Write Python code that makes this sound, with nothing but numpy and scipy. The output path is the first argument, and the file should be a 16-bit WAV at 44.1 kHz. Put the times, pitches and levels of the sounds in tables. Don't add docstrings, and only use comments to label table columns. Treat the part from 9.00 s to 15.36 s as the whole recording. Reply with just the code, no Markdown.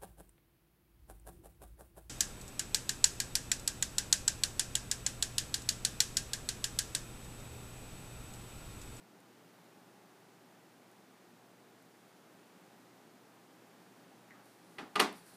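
import sys
import numpy as np
from scipy import signal
from scipy.fft import rfft, irfft, next_fast_len
from scipy.io import wavfile
from scipy.ndimage import uniform_filter1d, map_coordinates

SR = 44100
rng = np.random.default_rng(int(sys.argv[2]) if len(sys.argv) > 2 else 0)


def generate_wav(signal):
    frames = np.transpose(np.atleast_2d(signal))
    scaled = np.clip(frames, -1, 1) * 32767
    pcm = np.round(scaled).astype(np.int16)
    wavfile.write(sys.argv[1], SR, pcm)


N = 280476


def amp(db):
    return 10 ** (np.asarray(db) / 20)


def unit(x):
    return x / np.sqrt(np.mean(x ** 2) + 1e-20)


def along(points, hz):
    freqs, values = np.transpose(points)
    return np.interp(np.log(hz + 1), np.log(freqs + 1), values)


def since(moment):
    return np.arange(N) / SR - moment


def fade(t, t60):
    return (t >= 0) * amp(-60 * np.abs(t) / t60)


def swell(t, half):
    return np.exp(-.5 * (t / half) ** 2)


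def swells(rows):
    return sum(amp(db) * swell(since(centre), half) for centre, db, half in rows)


def wobble(per_s):
    return map_coordinates(rng.standard_normal(int(N * per_s / SR) + 4), [np.arange(N) * per_s / SR])


def bell(hz, centre, width):
    return 1 / (1 + (2 * (hz - centre) / width) ** 2)


def filtered(x, response):
    size = next_fast_len(N + 8192)
    return irfft(rfft(x, size) * response(np.fft.rfftfreq(size, 1 / SR)), size)[:N]


def noise(colour):
    return unit(filtered(rng.standard_normal(N), colour))


# frequency in Hz, relative level in dB.
RUSH_EQ = [(35, -62), (60, -25), (85, -24), (107, -11.5), (141, -7.5), (178, 0.5), (214, -1), (269, 0.5),
           (390, -2.5), (514, -6), (816, -5.5), (1030, -9.5), (1490, -11), (2780, -17.5), (15000, -27.5)]
# centre in Hz, width in Hz, boost in dB.
DUCT_PEAKS = [(174, 27, 2.5), (275, 40, 0), (332, 11, 2.5), (385, 29, 2), (814, 37, 2)]


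def ventilation(level_db=-61, drift_db=0.4):
    boost_db = lambda hz: sum(db * bell(hz, centre, width) for centre, width, db in DUCT_PEAKS)
    low_cut = lambda hz: 1 / np.sqrt(1 + (125 / (hz + 40)) ** 4)
    rush = noise(lambda hz: amp(along(RUSH_EQ, hz) + boost_db(hz)) * low_cut(hz))
    return amp(level_db + drift_db * wobble(per_s=2.385)) * rush


# pitch in Hz, rms level in dB.
HUM_TONES = [(120, -78.5), (170, -81), (1196, -88)]


def hum(waver_db=0.7, waver_rad=.13, wavers_per_s=2.6):
    out = np.zeros(N)
    for hz, db in HUM_TONES:
        peak = np.sqrt(2) * amp(db + waver_db * wobble(wavers_per_s))
        out += peak * np.sin(2 * np.pi * hz * since(0) + waver_rad * wobble(wavers_per_s))
    return out


# centre in seconds, level in dB, half length in seconds.
WHISTLE_SWELLS = [(.81, -68.5, .1), (1.19, -71, 0.054)]


def whistle():
    return swells(WHISTLE_SWELLS) * noise(lambda hz: bell(hz, centre=824, width=25))


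# centre in seconds, level in dB, half length in seconds.
SLEEVE_BRUSHES = [(3.05, -80, 0.16), (5.49, -72, .05), (5.723, -73, 0.1), (6.176, -61.5, 0.028),
                  (6.29, -62, 0.036), (6.345, -65.5, 0.011)]
# frequency in Hz, relative level in dB.
CLOTH_EQ = [(300, -5), (1500, 2.5), (3000, -6), (4500, 2.5), (6500, -7), (9500, 3), (13000, -4.5),
            (15000, -10)]


def sleeve():
    return swells(SLEEVE_BRUSHES) * noise(lambda hz: amp(along(CLOTH_EQ, hz)))


# start in seconds, level in dB.
HANDLING_TICKS = [(.203, -62), (1.915, -64), (2.825, -66), (5.457, -61), (6.1275, -53.5)]


def handling_ticks(t60_s=.014):
    envelope = sum(amp(db) * fade(since(start), t60_s) for start, db in HANDLING_TICKS)
    return envelope * noise(lambda hz: bell(hz, centre=11000, width=7000))


# start in seconds, peak level in dB, pitch in Hz, t60 in seconds.
CREAK_SLIPS = [(5.3077, -48, 1940, 0.024), (5.3135, -55.5, 1840, .11), (5.317, -58, 2040, .11)]


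def creak(roughness_rad=.9):
    out = np.zeros(N)
    for start, db, hz, t60 in CREAK_SLIPS:
        t = since(start)
        out += amp(db) * fade(t, t60) * np.sin(2 * np.pi * hz * t + roughness_rad * wobble(per_s=170))
    return out


def scuff(centre_s=5.355, level_db=-64, half_s=0.06):
    rub = noise(lambda hz: bell(hz, centre=1000, width=1700) * hz / (hz + 300))
    return amp(level_db) * swell(since(centre_s), half_s) * rub


# frequency in Hz, relative level in dB.
REVERB_EQ = [(60, -30), (120, -28), (175, -1), (400, 0), (530, -10.5), (750, 0), (1250, -2.5), (1600, -4.5),
             (2700, -8.5), (4400, -11), (6500, -15), (10000, -15), (15000, -25)]
# frequency in Hz, t60 in seconds.
REVERB_DECAY = [(200, 0.36), (1000, 0.31), (4000, 0.29), (12000, 0.18)]


def reverb(t, soften, build_s=0.0032):
    wash = noise(lambda hz: amp(along(REVERB_EQ, hz)) * soften(hz))
    hz, frame_s, spectra = signal.stft(wash, SR, nperseg=256)
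    age = np.maximum(frame_s + t[0], 0)
    decay = fade(age, along(REVERB_DECAY, hz)[:, None])
    tail = signal.istft(spectra * decay, SR, nperseg=256)[1][:N]
    return tail * (1 - np.exp(-np.maximum(t, 0) / build_s))


# pitch in Hz, relative level in dB.
RING_MODES = [(196, -4.5), (221, -7.5), (252, -8), (290, 0), (356, -6), (377, -2.5), (413, 2), (603, -5.5),
              (681, -2.5), (723, -3), (752, -9), (838, -7), (887, -5), (1036, -5), (1066, -5), (1124, -2),
              (1222, 0.5), (1255, -2.5), (1364, -4.5), (1970, 1), (2476, -2), (2830, -3.5)]


def ring(t, soften, t60_at_1khz_s=.21, swell_cycles=1.5):
    live = (t > 0) & (t < .5)
    age, out = t[live], np.zeros(N)
    for (hz, db), (jitter_db, phase) in zip(RING_MODES, rng.standard_normal((len(RING_MODES), 2))):
        t60 = t60_at_1khz_s * (1000 / hz) ** .3
        envelope = fade(age, t60) * (1 - np.exp(-age * hz / swell_cycles))
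        tone = np.sin(2 * np.pi * hz * age + np.pi * phase)
        out[live] += amp(db + jitter_db) * soften(hz) * envelope * tone
    return out


def snap(t, soften, centre_hz=9760, width_hz=3200, half_s=0.0013):
    return soften(centre_hz) * swell(t, half_s) * noise(lambda hz: bell(hz, centre_hz, width_hz))


# centre in Hz, width in Hz, relative level in dB.
PANEL_PEAKS = [(416, 45, 4), (780, 80, 2), (1210, 87, 3), (1720, 45, -1), (1986, 50, 0.5), (2500, 55, -6),
               (2840, 105, -3), (3350, 70, -5), (4410, 210, -5)]
# frequency in Hz, relative level in dB.
CLACK_EQ = [(30, -26), (80, -34), (170, -7), (400, -10.5), (560, -12), (1200, -3.5), (2900, 0.5),
            (4300, -3), (5500, -7.5), (7200, -15.5), (9800, -13), (12000, -13), (15000, -24)]


def clack(t, soften, attack_s, contact_hz, t60_s=0.047, contact_db=7, floor_power=0.081):
    peaks = lambda hz: sum(amp(db) ** 2 * bell(hz, centre, width) for centre, width, db in PANEL_PEAKS)
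    wood = lambda hz: amp(along(CLACK_EQ, hz)) * np.sqrt(floor_power + peaks(hz))
    contact = lambda hz: soften(hz) * amp(contact_db * bell(hz, contact_hz, .25 * contact_hz))
    ramp = 1 + t / attack_s
    envelope = np.where(t < 0, np.clip(ramp, 0, 1), fade(t, t60_s))
    spectrum = rfft(envelope * rng.standard_normal(N))
    smoothed = unit(np.sqrt(uniform_filter1d(np.abs(spectrum) ** 2, size=1200)))
    flat_burst = irfft(spectrum / smoothed, N)
    rattle = filtered(flat_burst, lambda hz: unit(wood(hz) * contact(hz)))
    return rattle * np.clip(2 * ramp, 0, 1)


# hardest contact in seconds, level in dB,
# attack in seconds, low-pass corner in Hz, contact pitch in Hz, reverb in dB relative to the blow.
PANEL_BLOWS = [(5.7859, -40, .004, 5240, 1950, -3.5), (5.830, -47, .02, 330, 255, -7.5),
               (5.9590, -25.5, .0044, 7100, 1220, -11.5), (6.0016, -18, .0086, 17000, 413, -9.5)]


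def panel_shutting(snap_db=-8, ring_db=-15):
    out = np.zeros(N)
    for moment, db, attack_s, corner_hz, contact_hz, reverb_db in PANEL_BLOWS:
        t = since(moment)
        soften = lambda hz: 1 / (1 + (hz / corner_hz) ** 2)
        hit = clack(t, soften, attack_s, contact_hz) + amp(snap_db) * snap(t, soften)
        tail = amp(ring_db) * ring(t, soften) + amp(reverb_db) * reverb(t, soften)
        out += amp(db) * (hit + tail)
    return out


def scene():
    room_tone = ventilation() + hum() + whistle()
    return (room_tone + panel_shutting() + creak() + scuff() + sleeve() + handling_ticks())[None]


def record(dry, top_hz=15400):
    return filtered(dry[0], lambda hz: hz < top_hz)[None]


dry = scene()
out = record(dry)
generate_wav(out)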